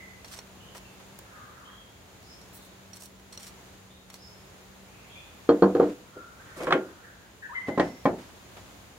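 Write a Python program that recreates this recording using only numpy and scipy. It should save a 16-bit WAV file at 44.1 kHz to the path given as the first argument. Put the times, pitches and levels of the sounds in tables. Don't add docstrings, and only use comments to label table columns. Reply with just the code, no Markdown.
import sys
import numpy as np
from scipy import signal
from scipy.fft import rfft, irfft, next_fast_len
from scipy.io import wavfile
from scipy.ndimage import uniform_filter1d, map_coordinates

SR = 44100
rng = np.random.default_rng(int(sys.argv[2]) if len(sys.argv) > 2 else 0)


def dump_mix(stems):
    frames = np.atleast_2d(stems).T
    limited = np.clip(frames, -1, 1)
    pcm = np.round(limited * 32767).astype(np.int16)
    wavfile.write(sys.argv[1], SR, pcm)


N = 396018
T = np.arange(SR // 2) / SR

# t/s, relative thud/dB, knock/dB, clack/dB
BOWL_CONTACTS = [(5.49, -13.5, -21, -31), (5.6221, -12.5, -18.5, -34.5), (5.75, -21, -29, -39.5),
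                 (5.798, -17.5, -22, -39.5), (5.826, -20.5, -37.5, -45)]
# f/Hz, relative level/dB, t60/s
PAN_MODES = [(169.3, -8.5, 0.21), (294, -3.5, 0.2), (375, -4.5, 0.34), (408, -9, .3), (501, 0.5, 0.15),
             (634, -6, 0.11), (778, -13, 0.19), (996, -9, .09), (1085, -6.5, 0.16), (1138, -5, 0.15),
             (1402, -14, 0.31), (1610, -15, 0.19), (1750, -7, 0.061), (1990, -19, 0.11),
             (2214, -1.5, 0.073), (2530, -7, 0.12), (3160, -16, 0.1), (3290, -20, 0.077), (4050, -34, .12)]
# f/Hz, relative density/dB per Hz
PAN_CROWD = [(47, -58), (80, -37), (340, -1.5), (456, -8.5), (506, -2.5), (665, -10), (1120, -13),
             (2240, -21.5), (2710, -30), (3140, -24.5), (4480, -41), (12000, -46), (15600, -86),
             (22000, -120)]
# f/Hz, likeness/1
VESSEL_ALIKE = [(200, .98), (450, 0.93), (900, 0.67), (2000, 0), (5000, 0.026)]
# f/Hz, likeness/1
HANDWORK_ALIKE = [(200, 0.98), (2000, .15), (10000, 0.49)]


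def amp(db):
    return 10 ** (np.asarray(db) / 20)


def unit(x):
    return x / np.sqrt(np.mean(x ** 2) + 1e-20)


def decay(t, t60_s):
    return np.exp(-np.log(1000) * t / t60_s)


def along(points, hz):
    f, v = np.transpose(points)
    return np.interp(np.log(hz + 1), np.log(f + 1), v)


def wobble(rate_hz, n):
    knots = rng.standard_normal(int(n * rate_hz / SR) + 4)
    return map_coordinates(knots, [np.arange(n) * rate_hz / SR])


def filtered(x, response):
    n = x.shape[-1]
    m = next_fast_len(n + 8192)
    return irfft(rfft(x, m) * response(np.fft.rfftfreq(m, 1 / SR)), m)[..., :n]


def band(x, edges_hz):
    sos = signal.butter(3, edges_hz, 'band', fs=SR, output='sos')
    return signal.sosfilt(sos, x)


def noise(spectrum, alike, n):
    def colour(hz):
        turn = np.arccos(np.clip(along(alike, hz), -1, 1)) / 2
        return amp(along(spectrum, hz)) * [np.cos(turn), np.sin(turn)]

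    mid, side = filtered(rng.standard_normal((2, n)), colour)
    return unit(np.array([mid + side, mid - side]))


def tilted(spectrum, tilt_db):
    return [(hz, db + tilt_db * np.log2(hz)) for hz, db in spectrum]


def from_right(x, lag_ms):
    sides = np.array([[1], [-1]])
    return filtered(x, lambda hz: np.exp(-1j * np.pi * hz * lag_ms / 1000 * sides))


def add(out, s, x):
    i = round(s * SR)
    x = x[..., max(-i, 0):N - i]
    out[..., max(i, 0):max(i, 0) + x.shape[-1]] += x


def background():
    # f/Hz, relative density/dB per Hz
    air_spectrum = [(12, -49), (20, -46), (49, -1), (98, 0.5), (126, -1.5), (157, -5), (180, -5), (393, -7),
                    (491, -7), (1580, -13), (3750, -17), (5690, -22), (6910, -16.5), (7730, -24.5),
                    (15500, -27.5)]
    # f/Hz, likeness/1
    air_alike = [(60, 1), (180, 0.68), (550, 0.49), (1650, 0), (15000, 0.015)]
    # start/s, end/s
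    hum_spells = [(0, 1.19), (2.39, 4.87)]
    air_db, hum_hz, hum_loud_db, hum_rest_db = -51.5, 189.5, -59.5, -66

    air = amp(air_db + 1.26 * wobble(2.75, N)) * noise(air_spectrum, air_alike, N)
    t = np.arange(N) / SR
    in_spell = sum(1.0 * (t >= start) * (t < end) for start, end in hum_spells)
    loud = uniform_filter1d(in_spell, size=SR // 20)
    hum_db = hum_rest_db + (hum_loud_db - hum_rest_db) * loud + 0.88 * wobble(8.1, N)
    phase = 2 * np.pi * np.cumsum(hum_hz + 1.87 * wobble(14, N)) / SR
    hum = np.sqrt(2) * amp(hum_db) * (np.sin(phase) + amp(-10) * np.sin(2 * phase))
    return air + hum


def echoes(x, t60_s, rise_s):
    t = np.arange(SR) / SR
    tail = rng.standard_normal((2, SR)) * decay(t, t60_s) * (1 - np.exp(-t / rise_s))
    return signal.fftconvolve(x[None], tail / np.linalg.norm(tail[0]), axes=1)


def through_trees(pitch_hz, blur_db):
    n = len(pitch_hz)
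    tone = np.sin(2 * np.pi * np.cumsum(pitch_hz) / SR)
    note = tone * signal.windows.tukey(n, .15) * amp(blur_db * wobble(150, n))
    heard = echoes(note, t60_s=0.7, rise_s=.0016)
    return heard / np.sqrt(np.sum(heard ** 2) / (2 * n))


def far_birds():
    # t/s, length/s, held f/Hz, level/dB, scoop/share of pitch
    whistles = [(-.03, 0.072, 1977, -46.5, -0.07), (1.32, .11, 1197, -50.5, -0.072),
                (1.637, .16, 3297, -55.5, .08), (2.224, .11, 5470, -55, 0.19), (3.88, 0.1, 3800, -61, .1),
                (4.151, 0.14, 5360, -54.5, 0.17), (5.079, 0.13, 3530, -53.5, .14),
                (7.799, .18, 5580, -61.5, .08)]
    # t/s, length/s, f/Hz, level/dB, warble/Hz
    chatter = [(0.579, 0.12, 3000, -56.5, 150), (0.807, 0.075, 2665, -57.5, 110),
               (1.21, 0.53, 1420, -54, 244), (2.479, 0.17, 3900, -62.5, 260),
               (4.846, .39, 2525, -56.5, 222), (6.019, 0.316, 1390, -51.5, 111.5),
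               (6.349, 0.63, 1431, -54.5, 243), (6.95, 0.337, 1618, -56.5, 170)]
    scoop_s, hoarseness, warble_share = .042, .8, 0.015

    out = np.zeros((2, N))
    for s, length_s, hz, db, scoop in whistles:
        t = T[T < length_s]
        glide = scoop * np.exp(-t / scoop_s) * (1 + hoarseness * wobble(1500, len(t)))
        pitch_hz = hz * (1 - glide + warble_share * wobble(700, len(t)))
        add(out, s, amp(db) * through_trees(pitch_hz, blur_db=4.5))
    for s, length_s, hz, db, warble_hz in chatter:
        pitch_hz = hz + warble_hz * wobble(700, int(length_s * SR))
        add(out, s, amp(db) * through_trees(pitch_hz, blur_db=7))
    return out


def stroke(length_s, attack_s, release_s):
    return (1 - np.exp(-T / attack_s)) * np.exp(-np.maximum(T - length_s, 0) / release_s)


def grit(tilt_db, grain_db, grain_rate_hz):
    # f/Hz, relative density/dB per Hz
    grit_spectrum = [(300, -5), (1200, 6), (2500, 2), (5000, 1), (9000, -2.5), (15000, -14.5)]
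    catches = amp(grain_db * wobble(grain_rate_hz, len(T)) + 2.2 * wobble(90, len(T)))
    return unit(noise(tilted(grit_spectrum, tilt_db), HANDWORK_ALIKE, len(T)) * catches)


def dish(x):
    # f/Hz, width/Hz, relative level/dB
    resonances = [(3070, 220, -23), (4290, 75, 0), (5660, 94, 3), (8100, 260, -10)]

    def response(f):
        return sum(amp(db) * 1j * f * w / (c * c - f * f + 1j * f * w) for c, w, db in resonances)

    return filtered(x, response)


def sweeps(attack_share, release_s):
    # t/s, length/s, relative level/dB, tilt/dB per octave
    finger_sweeps = [(.24, 0.053, -55.5, 1.5), (0.294, 0.081, -46.5, 1.5), (.742, 0.034, -51.5, 4.5),
                     (2.528, 0.04, -49.5, 20), (2.58, 0.091, -61.5, 14), (2.931, 0.051, -54.5, 4.5),
                     (2.996, 0.061, -48.5, 7), (3.321, 0.026, -51, 1), (3.388, 0.091, -47, 2.5),
                     (4.126, .03, -50.5, 3)]
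    ring_db = -10.5
    out = np.zeros((2, N))
    for s, length_s, db, tilt_db in finger_sweeps:
        rub = grit(tilt_db, grain_db=3.0, grain_rate_hz=1100)
        rubbed_dish = rub + amp(ring_db) * unit(dish(rub))
        add(out, s, amp(db) * stroke(length_s, attack_share * length_s, release_s) * rubbed_dish)
    return out * amp([[-1.2], [1.2]])


def knock(knock_s):
    spectrum = [(100, -32), (450, -2.5), (1200, -6), (3000, -12.5), (9000, -32.0)]  # f/Hz, dB per Hz
    return noise(spectrum, VESSEL_ALIKE, len(T)) * np.exp(-T / knock_s)


def taps(tick_s, ring_s, skip_s, skip_db, count):
    # t/s, relative tick/dB, relative ring/dB, tick tilt/dB per octave
    strikes = [(.246, -44.5, -46, -3.5), (.389, -42.5, -41.5, -3), (1.189, -41.5, -74, 7.5),
               (2.413, -58, -51, 0), (2.932, -56, -41.5, -1.5), (2.969, -51, -47, 2),
               (3.022, -44.5, -56, 2), (3.326, -59, -40, 1), (3.375, -46.5, -37, -1.5),
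               (3.487, -55, -49, 5), (4.101, -48.5, -48, -0.5), (4.141, -45.5, -47, -1)]
    # f/Hz, relative density/dB per Hz
    tick_spectrum = [(1000, -7), (3000, -3.5), (9000, -7.5), (15000, -11.5)]
    stray_from_s, stray_to_s, stray_db = 0.046, 3.7, -59
    knock_db = -8

    out = np.zeros((2, N))
    stray_times = rng.uniform(stray_from_s, stray_to_s, count)
    strays = [(s, stray_db, stray_db - 12, 0) for s in stray_times]
    contact = np.exp(-T / ring_s) + amp(skip_db) * np.exp(-T / skip_s)
    for s, tick_db, ring_db, tilt_db in strikes + strays:
        tick = noise(tilted(tick_spectrum, tilt_db), HANDWORK_ALIKE, len(T))
        ring = dish(tick * contact) / dish(tick).std()
        hit = amp(tick_db + 4) * tick * np.exp(-T / tick_s)
        hit = hit + amp(ring_db - 2) * ring
        hit = hit + amp(tick_db + knock_db) * knock(knock_s=0.016)
        add(out, s, hit)
    return out * amp([[-.9], [.9]])


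def bumps():
    # t/s, level before decay/dB
    hand_bumps = [(.749, -42.5), (1.0, -49.5), (4.1, -52.5), (8.186, -46), (8.569, -43.5)]
    out = np.zeros((2, N))
    for s, db in hand_bumps:
        add(out, s, amp(db) * knock(knock_s=0.023))
    return out


def dying(x):
    # f/Hz, t60/s
    kitchen_t60 = [(150, 0.54), (400, 0.35), (1000, 0.29), (2500, 0.21), (8000, 0.14)]
    hz, t, z = signal.stft(x, SR, nperseg=256)
    faded = z * decay(t, along(kitchen_t60, hz)[:, None])
    return signal.istft(faded, SR, nperseg=256)[1][:, :x.shape[-1]]


def ringing(modes, spread_db=0):
    return sum(amp(db + rng.normal(0, spread_db)) * decay(T, t60_s) * np.sin(2 * np.pi * hz * T)
               for hz, db, t60_s in modes)


def clay(blows, modes, wash, low_hz, wash_db, wash_life_s, push_hz, push_s, push_db,
         rebound_s, rebound, lag_ms, level_db):
    tops_hz = (620, 1500, 9000)
    crack_spectrum = [(200, -9.0), (1300, 16), (2200, -13), (4000, -5.5), (12000, -51)]  # f/Hz, dB per Hz
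    bands_hz = list(zip((low_hz, *tops_hz), tops_hz))
    out, head = np.zeros((2, N)), SR * 3 // 100
    push = T / push_s * np.exp(1 - T / push_s) * np.sin(2 * np.pi * push_hz * T)
    hardest_db = max(blow[3] for blow in blows)
    for s, *levels in blows:
        dull_db = (levels[2] - hardest_db) / 3500
        ring = ringing([(hz, db + dull_db * hz, t60_s) for hz, db, t60_s in modes], spread_db=3.4)
        ring = ring + rebound * np.interp(T - rebound_s, T, ring, left=0)
        ring = from_right(ring / ring[:head].std(), lag_ms)
        crowd = dying(noise(wash, VESSEL_ALIKE, len(T))) * np.exp(-T / wash_life_s)
        crack = from_right(noise(crack_spectrum, VESSEL_ALIKE, len(T))[0], lag_ms) * np.exp(-T / 0.0022)
        hardness = amp(12.0 + levels[2] - levels[0])
        hit = (ring + amp(wash_db) * crowd + hardness * crack) * (1 - np.exp(-T / 0.001))
        for edges_hz, db in zip(bands_hz, levels):
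            part = band(hit, edges_hz)
            add(out, s, amp(db + level_db) * part / part[:, :head].std())
        add(out, s, from_right(amp(levels[1] + push_db) * push, lag_ms))
    return out


def table_thump(thump_hz, t60_s, thump_db):
    out = np.zeros((2, N))
    boom = np.sin(2 * np.pi * thump_hz * T) * decay(T, t60_s) * (1 - np.exp(-T / 0.0043))
    for s, thud_db, _, _ in BOWL_CONTACTS:
        add(out, s, amp(thud_db + thump_db) * boom)
    return out


def skids(attack_s, release_s):
    # t/s, length/s, relative level/dB, tilt/dB per octave
    vessel_skids = [(5.827, 0.097, -50.5, -4.5), (6.557, 0.039, -50.5, 1.5), (7.667, 0.025, -40.5, -5),
                    (7.832, .07, -48.5, -4), (8.185, 0.12, -54, -3)]
    out = np.zeros((2, N))
    for s, length_s, db, tilt_db in vessel_skids:
        rasp = grit(tilt_db, grain_db=2.5, grain_rate_hz=1700)
        add(out, s, amp(db) * stroke(length_s, attack_s, release_s) * rasp)
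    return out * amp([[-.9], [.9]])


def lid_drag(catch_rate_hz, catch_db, attack_s, release_s, lag_ms):
    # t/s, length/s, relative level/dB
    rim_drags = [(6.561, 0.049, -44), (6.602, 0.045, -34.5)]
    scratch_db, rumble_db = -14.5, -1
    force, scratch = np.zeros(N), np.zeros((2, N))
    for s, length_s, db in rim_drags:
        press = amp(db) * stroke(length_s, attack_s, release_s)
        add(force, s, press)
        add(scratch, s, amp(scratch_db) * press * grit(tilt_db=1.0, grain_db=5, grain_rate_hz=400))
    catches = (rng.random(N) < catch_rate_hz / SR) * rng.standard_normal(N)
    tone = from_right(unit(signal.fftconvolve(catches, ringing(PAN_MODES))[:N]), lag_ms)
    rumble = noise(PAN_CROWD, VESSEL_ALIKE, N)
    return scratch + force * (amp(catch_db) * tone + amp(rumble_db) * rumble)


def near_bird(trill_hz, swing_hz, echo_db, wall_s, wall_db, lag_ms):
    # t/s, length/s, first f/Hz, last f/Hz, mid sag/Hz, relative level/dB, trill depth/1
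    notes = [(7.418, 0.056, 1743, 1645, 1, -38.5, 0.94), (7.487, .06, 1096, 1470, 318, -41, 0.15),
             (7.544, .048, 2050, 1978, -32, -29, 0.3)]
    attack_s, release_s, swell_db = 0.014, 0.0074, 5
    song = np.zeros(N)
    for s, length_s, first_hz, last_hz, sag_hz, db, trill in notes:
        t = T[T < length_s]
        u = t / length_s
        flutter = trill * np.sin(2 * np.pi * trill_hz * t)
        pitch_hz = first_hz + (last_hz - first_hz) * u - sag_hz * np.sin(np.pi * u)
        pitch_hz = pitch_hz + swing_hz * flutter + 12 * wobble(178, len(t))
        ends = np.minimum(1, np.minimum(t / attack_s, (length_s - t) / release_s))
        shape = ends * amp(db + swell_db * (u - 1.0))
        phase = 2 * np.pi * np.cumsum(pitch_hz) / SR
        tone = np.sin(phase) + amp(-23) * np.sin(3 * phase / 2)
        add(song, s, np.sqrt(2) * shape * (1 + 0.19 * flutter) * tone)
    direct = from_right(song, lag_ms) * amp([[2.2], [-3]])
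    out = direct + amp(echo_db) * echoes(song, t60_s=0.98, rise_s=0.0038)[:, :N]
    add(out, wall_s, amp(wall_db) * song)
    return out


def scene():
    # t/s, relative thud/dB, knock/dB, clack/dB
    pan_contacts = [(6.16, -42.5, -56, -72), (6.6705, -27.5, -29, -37.5), (6.7075, -38, -25, -35),
                    (6.7243, -24.5, -20, -21.5), (6.745, -23, -43, -48)]
    pot_contacts = [(7.683, -27.5, -34, -46), (7.776, -24, -25.5, -38), (7.797, -20, -21, -26.5),
                    (8.0545, -19, -19, -32)]
    # f/Hz, relative level/dB, t60/s
    bowl_modes = [(192.2, -12.5, 0.29), (268, -32, 0.22), (298.3, -5, 0.25), (351.5, -4.5, .13),
                  (377, -29, 0.36), (465.5, -2, 0.16), (491.8, -14, 0.41), (556, -28, 0.29),
                  (771, -13, 0.12), (854, -23.5, 0.1), (963, -21.5, 0.084), (1052, -17.5, 0.18),
                  (1168, -12.5, 0.05), (1230, -22, 0.059), (1330, -31, 0.11), (1564, -36.5, 0.074),
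                  (1750, -42, 0.11), (2470, -48, .12), (3220, -34.5, 0.084), (4240, -29, 0.053),
                  (4310, -28.5, 0.072)]
    pot_modes = [(193, -9.5, 0.2), (256, -8, 0.36), (279, 2.5, 0.12), (365.3, -5.5, 0.24),
                 (509, -10.5, 0.25), (591, -1, 0.13), (646, -12, 0.32), (745, -7, 0.15), (813, 2.5, 0.081),
                 (1031, 0, 0.1), (1155, -25, .16), (1390, -19, 0.1), (1764, -16.5, 0.18), (1890, -6, 0.091),
                 (2275, -16.5, 0.11), (3220, -11.5, 0.043)]
    # f/Hz, relative density/dB per Hz
    bowl_crowd = [(35, -73), (60, -27), (146, -24.5), (182, -12), (232, -12), (296, -1.5), (395, -3),
                  (461, -7.5), (615, -12), (768, -17), (1530, -25.5), (1990, -37), (12000, -65),
                  (15600, -100), (22000, -120)]
    pot_crowd = [(35, -40), (60, -20.5), (265, -2), (395, -4.5), (563, -6), (858, -5.5), (917, -12.5),
                 (1430, -19.5), (1630, -19), (1910, -22), (2430, -28.5), (12000, -48), (15600, -94),
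                 (22000, -120)]

    hands = sweeps(attack_share=0.14, release_s=.017)
    hands = hands + taps(tick_s=0.0039, ring_s=0.0046, skip_s=0.014, skip_db=-11.5, count=5) + bumps()
    bowl = clay(BOWL_CONTACTS, bowl_modes, bowl_crowd, low_hz=164, wash_db=-3.5, wash_life_s=0.25,
                push_hz=400, push_s=0.0023, push_db=11.5,
                rebound_s=.0195, rebound=0.2, lag_ms=0.065, level_db=-1.0)
    table = table_thump(thump_hz=99, t60_s=0.26, thump_db=-21.5)
    pan = clay(pan_contacts, PAN_MODES, PAN_CROWD, low_hz=165, wash_db=0.5, wash_life_s=0.24,
               push_hz=1290, push_s=0.00049, push_db=10.5,
               rebound_s=.012, rebound=0.16, lag_ms=0.104, level_db=-1)
    pot = clay(pot_contacts, pot_modes, pot_crowd, low_hz=55.3, wash_db=-1.5, wash_life_s=0.23,
               push_hz=555, push_s=0.00097, push_db=9.5,
               rebound_s=.016, rebound=0.09, lag_ms=0.067, level_db=-1.5)
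    sliding = skids(attack_s=0.005, release_s=0.016)
    sliding = sliding + lid_drag(catch_rate_hz=300, catch_db=-2.5, attack_s=0.0042, release_s=0.028, lag_ms=0.15)
    birds = far_birds()
    birds = birds + near_bird(trill_hz=111, swing_hz=150, echo_db=-3.0, wall_s=.058, wall_db=-13.5, lag_ms=.17)
    return background() + birds + hands + bowl + table + pan + pot + sliding


def record(dry):
    top_hz = 15830
    return filtered(dry, lambda hz: hz < top_hz)


dry = scene()
out = record(dry)
dump_mix(out)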